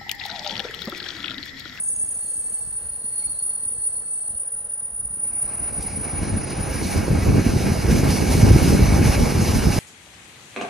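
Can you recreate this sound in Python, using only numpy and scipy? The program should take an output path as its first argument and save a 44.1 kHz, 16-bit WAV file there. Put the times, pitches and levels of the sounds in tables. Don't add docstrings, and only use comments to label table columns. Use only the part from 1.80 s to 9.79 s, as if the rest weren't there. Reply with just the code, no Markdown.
import sys
import numpy as np
from scipy import signal
from scipy.io import wavfile
from scipy.ndimage import uniform_filter1d

SR = 44100
rng = np.random.default_rng(int(sys.argv[2]) if len(sys.argv) > 2 else 0)


def unload_audio(sound):
    columns = np.transpose(np.atleast_2d(sound))
    steps = np.round(np.clip(columns, -1, 1) * 32767)
    wavfile.write(sys.argv[1], SR, steps.astype(np.int16))


def amplitude_ratio(level_db):
    exponent = np.asarray(level_db, float) / 20
    return 10 ** exponent


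N = 352359


def evened(x):
    return x / np.sqrt(np.mean(abs(x) ** 2) + 1e-20)


def columns(rows, at):
    first, *rest = np.transpose(rows)
    return [np.interp(at, first, column) for column in rest]


def drift(shape, *spans):
    x = rng.standard_normal(shape)
    for axis, span in enumerate(spans):
        x = uniform_filter1d(x, span, axis)
        x = uniform_filter1d(x, span, axis)
    return evened(x)


def joined(*levels_db):
    return 10 * np.log10(sum(amplitude_ratio(2 * np.maximum(db, -200)) for db in levels_db))


def swell(t, start, hold, db, rise_db_per_s, fall_db_per_s):
    early, late = np.maximum(start - t, 0), np.maximum(t - start - hold, 0)
    return db - rise_db_per_s * early - fall_db_per_s * late


def noise(colour, rings, ports, levels, bands, patchy_db, flicker_db, alike=1, size=1024):
    hop = size // 4
    t, hz = np.arange(N // hop + 2) * hop / SR, np.fft.rfftfreq(size, 1 / SR)

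    colour_hz, colour_db = np.transpose(colour)
    db = np.interp(np.log(hz + 1), np.log(colour_hz + 1), colour_db)
    db = db + sum(top_db * np.exp(-(2 * (hz - at) / width) ** 4) for at, width, top_db in rings)

    low_db, high_db = columns(levels, t)
    power = amplitude_ratio(2 * db) / 6
    own_db = [10 * np.log10(power[(hz > lo) & (hz < hi)].sum()) for lo, hi in bands]
    low_top, high_bottom = bands[0][1], bands[1][0]
    blend = np.clip((hz - low_top) / (high_bottom - low_top + 60) + .2, 0, 1)
    db = db + np.outer(low_db - own_db[0], 1 - blend) + np.outer(high_db - own_db[1], blend)
    db += patchy_db * drift(db.shape, 6, 10)
    db += flicker_db * drift((len(t), 1), 3)

    same, lead, side_db = columns(ports, hz)
    same = np.clip(np.outer(alike * np.ones(len(t)), same), 0, 1)
    right = amplitude_ratio(-side_db)
    a, b, c, d = np.moveaxis(rng.standard_normal(db.shape + (4,)), 2, 0)
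    shared, own = a + 1j * b, c + 1j * d
    z = np.array([shared, right * (same * shared * np.exp(-1j * lead) + np.sqrt(1 - same ** 2) * own)])
    z *= amplitude_ratio(db) / np.sqrt(1 + right ** 2 + 2 * right * same * np.cos(lead))
    return signal.istft(z.transpose(0, 2, 1), nperseg=size, noverlap=size - hop)[1][:, :N]


# frequency in Hz, level in dB per Hz.
FAR_COLOUR = [(130, -19), (260, -21), (390, -9), (620, -0.5), (920, -6.5), (1150, -9), (1850, -7.5),
              (2200, -16), (3350, -15.5), (5050, -17), (6250, -16.5), (7300, -16.5), (8100, -21),
              (10500, -26), (11500, -45)]
# frequency in Hz, width in Hz, boost in dB.
FAR_RINGS = [(461, 69, 9.5), (530, 37, 5), (832, 27, 8.5), (1059, 28, 4)]
# frequency in Hz, likeness 0-1, left lead in rad, left-right in dB.
FAR_PORTS = [(150, .5, 0, 0), (400, .85, .3, -5), (900, .7, 0, -3), (1800, .6, -.3, 2),
             (2300, .35, -2.9, -3), (3000, .3, -5, -2), (4000, .4, -7.6, -3), (6200, .15, -6.8, -6),
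             (7200, .3, -7.2, -2)]
FAR_BODY_DB, FAR_HISS_DB, FAR_SAG_DB_PER_S = -54, -63.5, 1.8
FAR_FADE_S, FAR_FADE_DB_PER_S = 3.5, 10


def far_rolling():
    levels = [(s, FAR_BODY_DB, FAR_HISS_DB - FAR_SAG_DB_PER_S * s) for s in (0, N / SR)]
    bed = noise(FAR_COLOUR, FAR_RINGS, FAR_PORTS, levels, [(400, 1480), (2050, 4000)],
                patchy_db=1.26, flicker_db=.45, size=2048)
    return bed * amplitude_ratio(-FAR_FADE_DB_PER_S * np.maximum(np.arange(N) / SR - FAR_FADE_S, 0))


# time in seconds, flutter level in dB.
GUST = [(0.0, -53.5), (3.14, -59), (3.96, -37.5), (4.05, -40), (4.52, -26), (4.83, -32.5), (5.34, -21.5),
        (5.36, -29), (5.58, -17), (5.63, -24.5), (5.67, -15), (5.7, -22), (6.03, -24), (6.05, -17),
        (6.54, -21.5), (6.59, -16.5), (7.97, -23), (7.99, -24)]
# centre in seconds, level in dB, length in seconds.
SHOVES = [(.95, -49, .25), (1.12, -49.5, 0.11), (1.52, -52, .15), (2.07, -50, 0.16), (2.55, -51, .12),
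          (2.78, -53, .12), (3.24, -47.5, 0.21), (4.04, -33, 0.11), (4.4, -34, 0.088), (4.872, -33.5, 0.23),
          (5.3, -25, .12), (5.5, -18, 0.14), (6.15, -21, 0.26), (6.597, -16.5, 0.16), (6.78, -16.5, 0.13),
          (7.1, -15, 0.11), (7.328, -14, 0.13), (7.75, -23.5, 0.31)]
THUMP_DB = -3


def wind_levels():
    t = np.arange(0, N / SR, .01)
    flutter_db, = columns(GUST, t)
    shoves = [db - 12 * (2 * (t - s) / length) ** 2 / 2 for s, db, length in SHOVES]
    return np.transpose([t, joined(flutter_db + THUMP_DB, *shoves), flutter_db])


# frequency in Hz, level in dB per Hz.
WIND_COLOUR = [(10, -41), (22, -21), (34, -12.5), (46, 2.5), (71, 4), (101, -3.5), (202, -5.5),
               (303, -10.5), (404, -15), (505, -21.5), (655, -35.5), (950, -54), (2000, -94)]
# frequency in Hz, likeness 0-1, left lead in rad, left-right in dB.
WIND_PORTS = [(60, .94, 0, -.5), (130, .82, 0, -1.1), (290, .48, .3, -1.3), (600, .3, 1, -3)]
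CALM_LIKENESS = 0.37


def wind():
    alike = np.interp(np.arange(N // 256 + 2) * 256 / SR, [3.3, 4.2], [CALM_LIKENESS, 1])
    air = noise(WIND_COLOUR, [], WIND_PORTS, wind_levels(), [(50, 87), (110, 340)],
                patchy_db=2.0, flicker_db=0.73, alike=alike)
    air = air * amplitude_ratio(3.23 * drift(N, 200) - 1.2)
    low_cut = signal.butter(3, 42, "high", fs=SR, output="sos")
    return signal.sosfilt(low_cut, air)


# start in seconds, level in dB, centre in Hz, width in Hz, 60 dB decay in seconds.
KNOCKS = [(.47, -57, 4400, 500, .2), (.85, -57, 4500, 600, .15), (1.1, -46, 110, 130, .12),
          (1.39, -54, 5400, 5200, 0.33), (1.42, -50.5, 2232, 60, 0.22), (1.54, -55, 4040, 60, 0.23),
          (1.86, -42, 90, 100, 0.13), (2.07, -45, 80, 80, .12), (2.53, -43, 90, 100, .12),
          (3.19, -42, 70, 70, .2), (4.02, -39, 7500, 9000, .11), (5.4, -35, 1992, 50, .2),
          (6.3, -32, 3100, 5200, .14)]


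def knocks():
    out, t = np.zeros((2, N)), np.arange(SR // 3) / SR
    for s, db, hz, width, t60 in KNOCKS:
        edges = np.clip([hz - width / 2, hz + width / 2], 30, SR / 2 - 100)
        resonance = signal.butter(2, edges, "band", fs=SR, output="sos")
        burst = signal.sosfilt(resonance, rng.standard_normal((2, len(t))))
        burst = evened(burst + 1.2 * burst[0])
        burst *= amplitude_ratio(db - 60 * t / t60) * np.minimum(t / .002, 1)
        start = round(s * SR)
        out[:, start:start + len(t)] += burst
    return out


# time in seconds, body level in dB.
NEAR = [(3.3, -54), (3.49, -49), (4.4, -38.5), (5.22, -34), (7.34, -29.5), (7.35, -24.5), (7.36, -31),
        (7.98, -31.5), (7.99, -29)]
# time in seconds, level in dB.
SCRAPES = [(4.0209, -36), (4.43, -35.5), (4.7004, -33.5), (4.9244, -31), (5.0436, -27), (5.4222, -29.5),
           (5.6293, -27.5), (5.7889, -26.5), (5.9226, -29), (6.1132, -23.5), (6.3072, -21.5),
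           (6.5192, -20.5), (6.7233, -25.5), (6.841, -20), (7.1408, -30), (7.2581, -23), (7.4142, -26),
           (7.6262, -21), (7.7574, -25), (7.9455, -23)]
SCRAPE_DB, SCRAPE_RISE_DB_PER_S, SCRAPE_FALL_DB_PER_S = -10.5, 300, 38
HISS_DB, HISS_SLOPE, FULL_DB = -38.5, 1.12, -30.5


def near_levels():
    t = np.arange(0, N / SR, .005)
    body_db, = columns(NEAR, t)
    hiss_db = HISS_DB + HISS_SLOPE * (body_db - FULL_DB)
    scrapes = [swell(t, s, 0, db + SCRAPE_DB, SCRAPE_RISE_DB_PER_S, SCRAPE_FALL_DB_PER_S)
               for s, db in SCRAPES]
    return np.transpose([t, body_db, joined(hiss_db, *scrapes)])


# frequency in Hz, level in dB per Hz.
NEAR_COLOUR = [(300, -18.5), (510, -4.5), (720, -7.5), (1120, -12.5), (1920, -13.5), (2520, -12),
               (3320, -21.5), (4020, -17), (6220, -14.5), (7220, -23), (8120, -26.5), (9820, -16.5),
               (11520, -22), (12520, -26.5), (14420, -30), (15250, -42.5), (15700, -70)]
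# frequency in Hz, width in Hz, boost in dB
NEAR_RINGS = [(827, 63, 5.5), (1620, 94, 3.5), (2240, 89, 8), (2820, 74, 4.5), (4140, 200, 2.5),
              (4902, 280, 3), (5730, 260, 1.5), (12040, 250, 3), (13330, 820, -40)]
# frequency in Hz, likeness 0-1, left lead in rad, left-right in dB.
NEAR_PORTS = [(400, .4, .9, -2), (900, .3, .8, -6), (1100, .3, -.8, -5), (1500, .65, -.3, 0),
              (1900, .999, 0, 0), (3900, .999, 0, 0), (4400, .87, -.3, 0), (5700, .85, -1, 0),
              (6500, .88, -.2, 0), (7300, .65, -1, 0), (7700, .8, -2.7, 0), (8800, .87, -2.6, 0),
              (10400, .9, 0, 0), (11700, .9, 0, 0), (12700, .9, 2.8, 0), (14000, .3, 4.5, 0),
              (14600, .85, 6.2, 0)]


def near_rolling():
    roar = noise(NEAR_COLOUR, NEAR_RINGS, NEAR_PORTS, near_levels(), [(430, 1920), (3600, 9400)],
                 patchy_db=1.22, flicker_db=0.86)
    return roar * np.clip((np.arange(N) / SR - 3.25) / .4, 0, 1)


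# time in seconds, level in dB.
GRIP = [(0.0, -35), (0.01, -32.5), (0.84, -37), (1.27, -31.5), (1.96, -30.5), (2.01, -36), (2.08, -24.5),
        (2.11, -38), (2.17, -30), (2.22, -36.5), (2.66, -30.5), (3.25, -34), (3.46, -29.5), (5.19, -41),
        (5.21, -48), (5.5, -51)]
# start in seconds, hold in seconds, level in dB.
BITES = [
    [(0, 0.23, -42.5), (.5, 0.11, -42.5), (.75, .1, -47), (1.3, 0.23, -49.5), (1.85, 0.26, -48.5),
     (2.3, 0.13, -46.5), (3.6, .1, -55), (3.85, .4, -55.5), (4.5, .05, -62)],
    [(.45, 0.045, -62), (.7, 0.42, -66), (1.4, .05, -54.5), (1.58, .05, -58), (2.0, .05, -62),
     (2.2, 0.29, -67)],
    [(.12, 0.083, -50), (.45, 0.11, -59.5), (.75, .05, -67), (1.42, .03, -70), (2.2, .1, -74)],
]
BITE_DB_PER_S, LET_GO_DB_PER_S = 66, 39


def grips(t):
    bitten = [joined(*(swell(t, *bite, BITE_DB_PER_S, LET_GO_DB_PER_S) for bite in bites))
              for bites in BITES]
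    return columns(GRIP, t) + bitten


# time in seconds, spread factor.
SLOWING = [(0, 1.3), (1.5, 1.0505), (3, .9), (4.5, 0.552), (5.2, .4)]
# family, frequency in Hz, spread in Hz, level in dB, gone after seconds.
WHEEL = [(0, 9686, 45.99, 2.5, 5.45), (1, 8620, 43.9, 4.5, 4.8), (2, 4360, 34, 3.5, 2.58),
         (3, 6636, 36.2, 3.5, 2.2), (0, 10232, 45.3, -28.5, 3.2), (0, 9170, 44.8, -36, 4.1),
         (1, 10800, 54.6, -17, 3), (1, 7570, 40, -23.5, 2.6), (1, 13800, 60, -14.5, 1.2),
         (0, 14800, 150, -32.5, 1.86), (1, 5372, 70, -26, 1.2)]
# left lead in rad, angle between wheels in rad, left-right in dB.
WHEEL_PORTS = [(-1.5, .17, -.5), (-2.8, .45, -.5), (-.6, 1.2, -4), (-.5, 1, -4), (-.3, .55, 0),
               (-2.3, .55, 0), (0, .25, 0), (-2.8, 1, -2), (-2.3, .3, 0), (-.3, .55, 0), (-.6, 1.2, -4)]


def squeal(count=5, step=32):
    t, slow = np.arange(N) / SR, np.arange(N // step + 2) * step / SR
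    grip_db, (spread,), out = grips(slow), columns(SLOWING, slow), np.zeros((2, N))
    for (family, hz, spread_hz, db, gone), (lead, angle, side_db) in zip(WHEEL, WHEEL_PORTS):
        wander = drift((len(slow), count), 22) + .8 * drift((len(slow), count), 7)
        detune_hz = spread_hz * spread[:, None] * .5 * wander
        turns = np.cumsum(detune_hz, 0) * step / SR + rng.random(count)
        wheels = np.exp(2j * np.pi * turns)
        wheels *= amplitude_ratio(3.35 * drift(wheels.shape, 14))

        leads = lead + angle * evened(rng.standard_normal(count))
        ports = np.exp(.5j * np.outer(leads, [1, -1]))
        both = wheels @ ports * amplitude_ratio(np.array([side_db, -side_db]) / 2)
        level_db = grip_db[round(family)] + db - 80 * np.maximum(slow - gone, 0)
        both *= amplitude_ratio(level_db)[:, None] / np.sqrt(np.mean(abs(both.mean(1)) ** 2) / 2)

        carrier = np.exp(2j * np.pi * hz * t)
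        for port, p in enumerate(both.T):
            envelope = np.interp(t, slow, p.real) + 1j * np.interp(t, slow, p.imag)
            out[port] += (carrier * envelope).real
    return out


def scene():
    return far_rolling() + wind() + knocks() + near_rolling() + squeal()


# frequency in Hz, then dB per Hz while quiet, as the roar rises, in full roar.
KEPT = [(7400, -130, -130, -130), (7750, -106, -89, -87), (9000, -103, -87, -88), (10300, -103, -78, -92),
        (10470, -93.5, -81.5, -92), (12300, -89, -83.5, -95), (13000, -94, -88, -92),
        (13800, -101, -92.5, -91.5), (14200, -96, -92.5, -89), (15300, -98, -94, -96)]
ROAR_S = 4.27, 4.79


def drop_weak_bands(x, size=2048, count=16):
    hz, t, z = signal.stft(x, SR, nperseg=size, noverlap=size // 2, window="cosine")
    power = np.add.reduceat(abs(z.mean(0)) ** 2, np.arange(0, len(hz), count)) / count
    density_db = 10 * np.log10(power * 16 * size / (np.pi ** 2 * SR) + 1e-30)
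    floor_db = np.transpose(columns(KEPT, hz[::count] + count * hz[1] / 2))
    floor_db = floor_db[:, np.searchsorted(ROAR_S, t)]
    kept = density_db + 1.5 * rng.standard_normal(power.shape) > floor_db
    z = z * np.repeat(kept, count, 0)[:len(hz)]
    return signal.istft(z, SR, nperseg=size, noverlap=size // 2, window="cosine")[1][:, :N]


def top_cut(x):
    return signal.sosfilt(signal.butter(12, 16340, fs=SR, output="sos"), x)


def record(dry):
    overloaded = 1.25 * np.tanh(dry / 1.355)
    return top_cut(drop_weak_bands(overloaded))


dry = scene()
out = record(dry)
unload_audio(out)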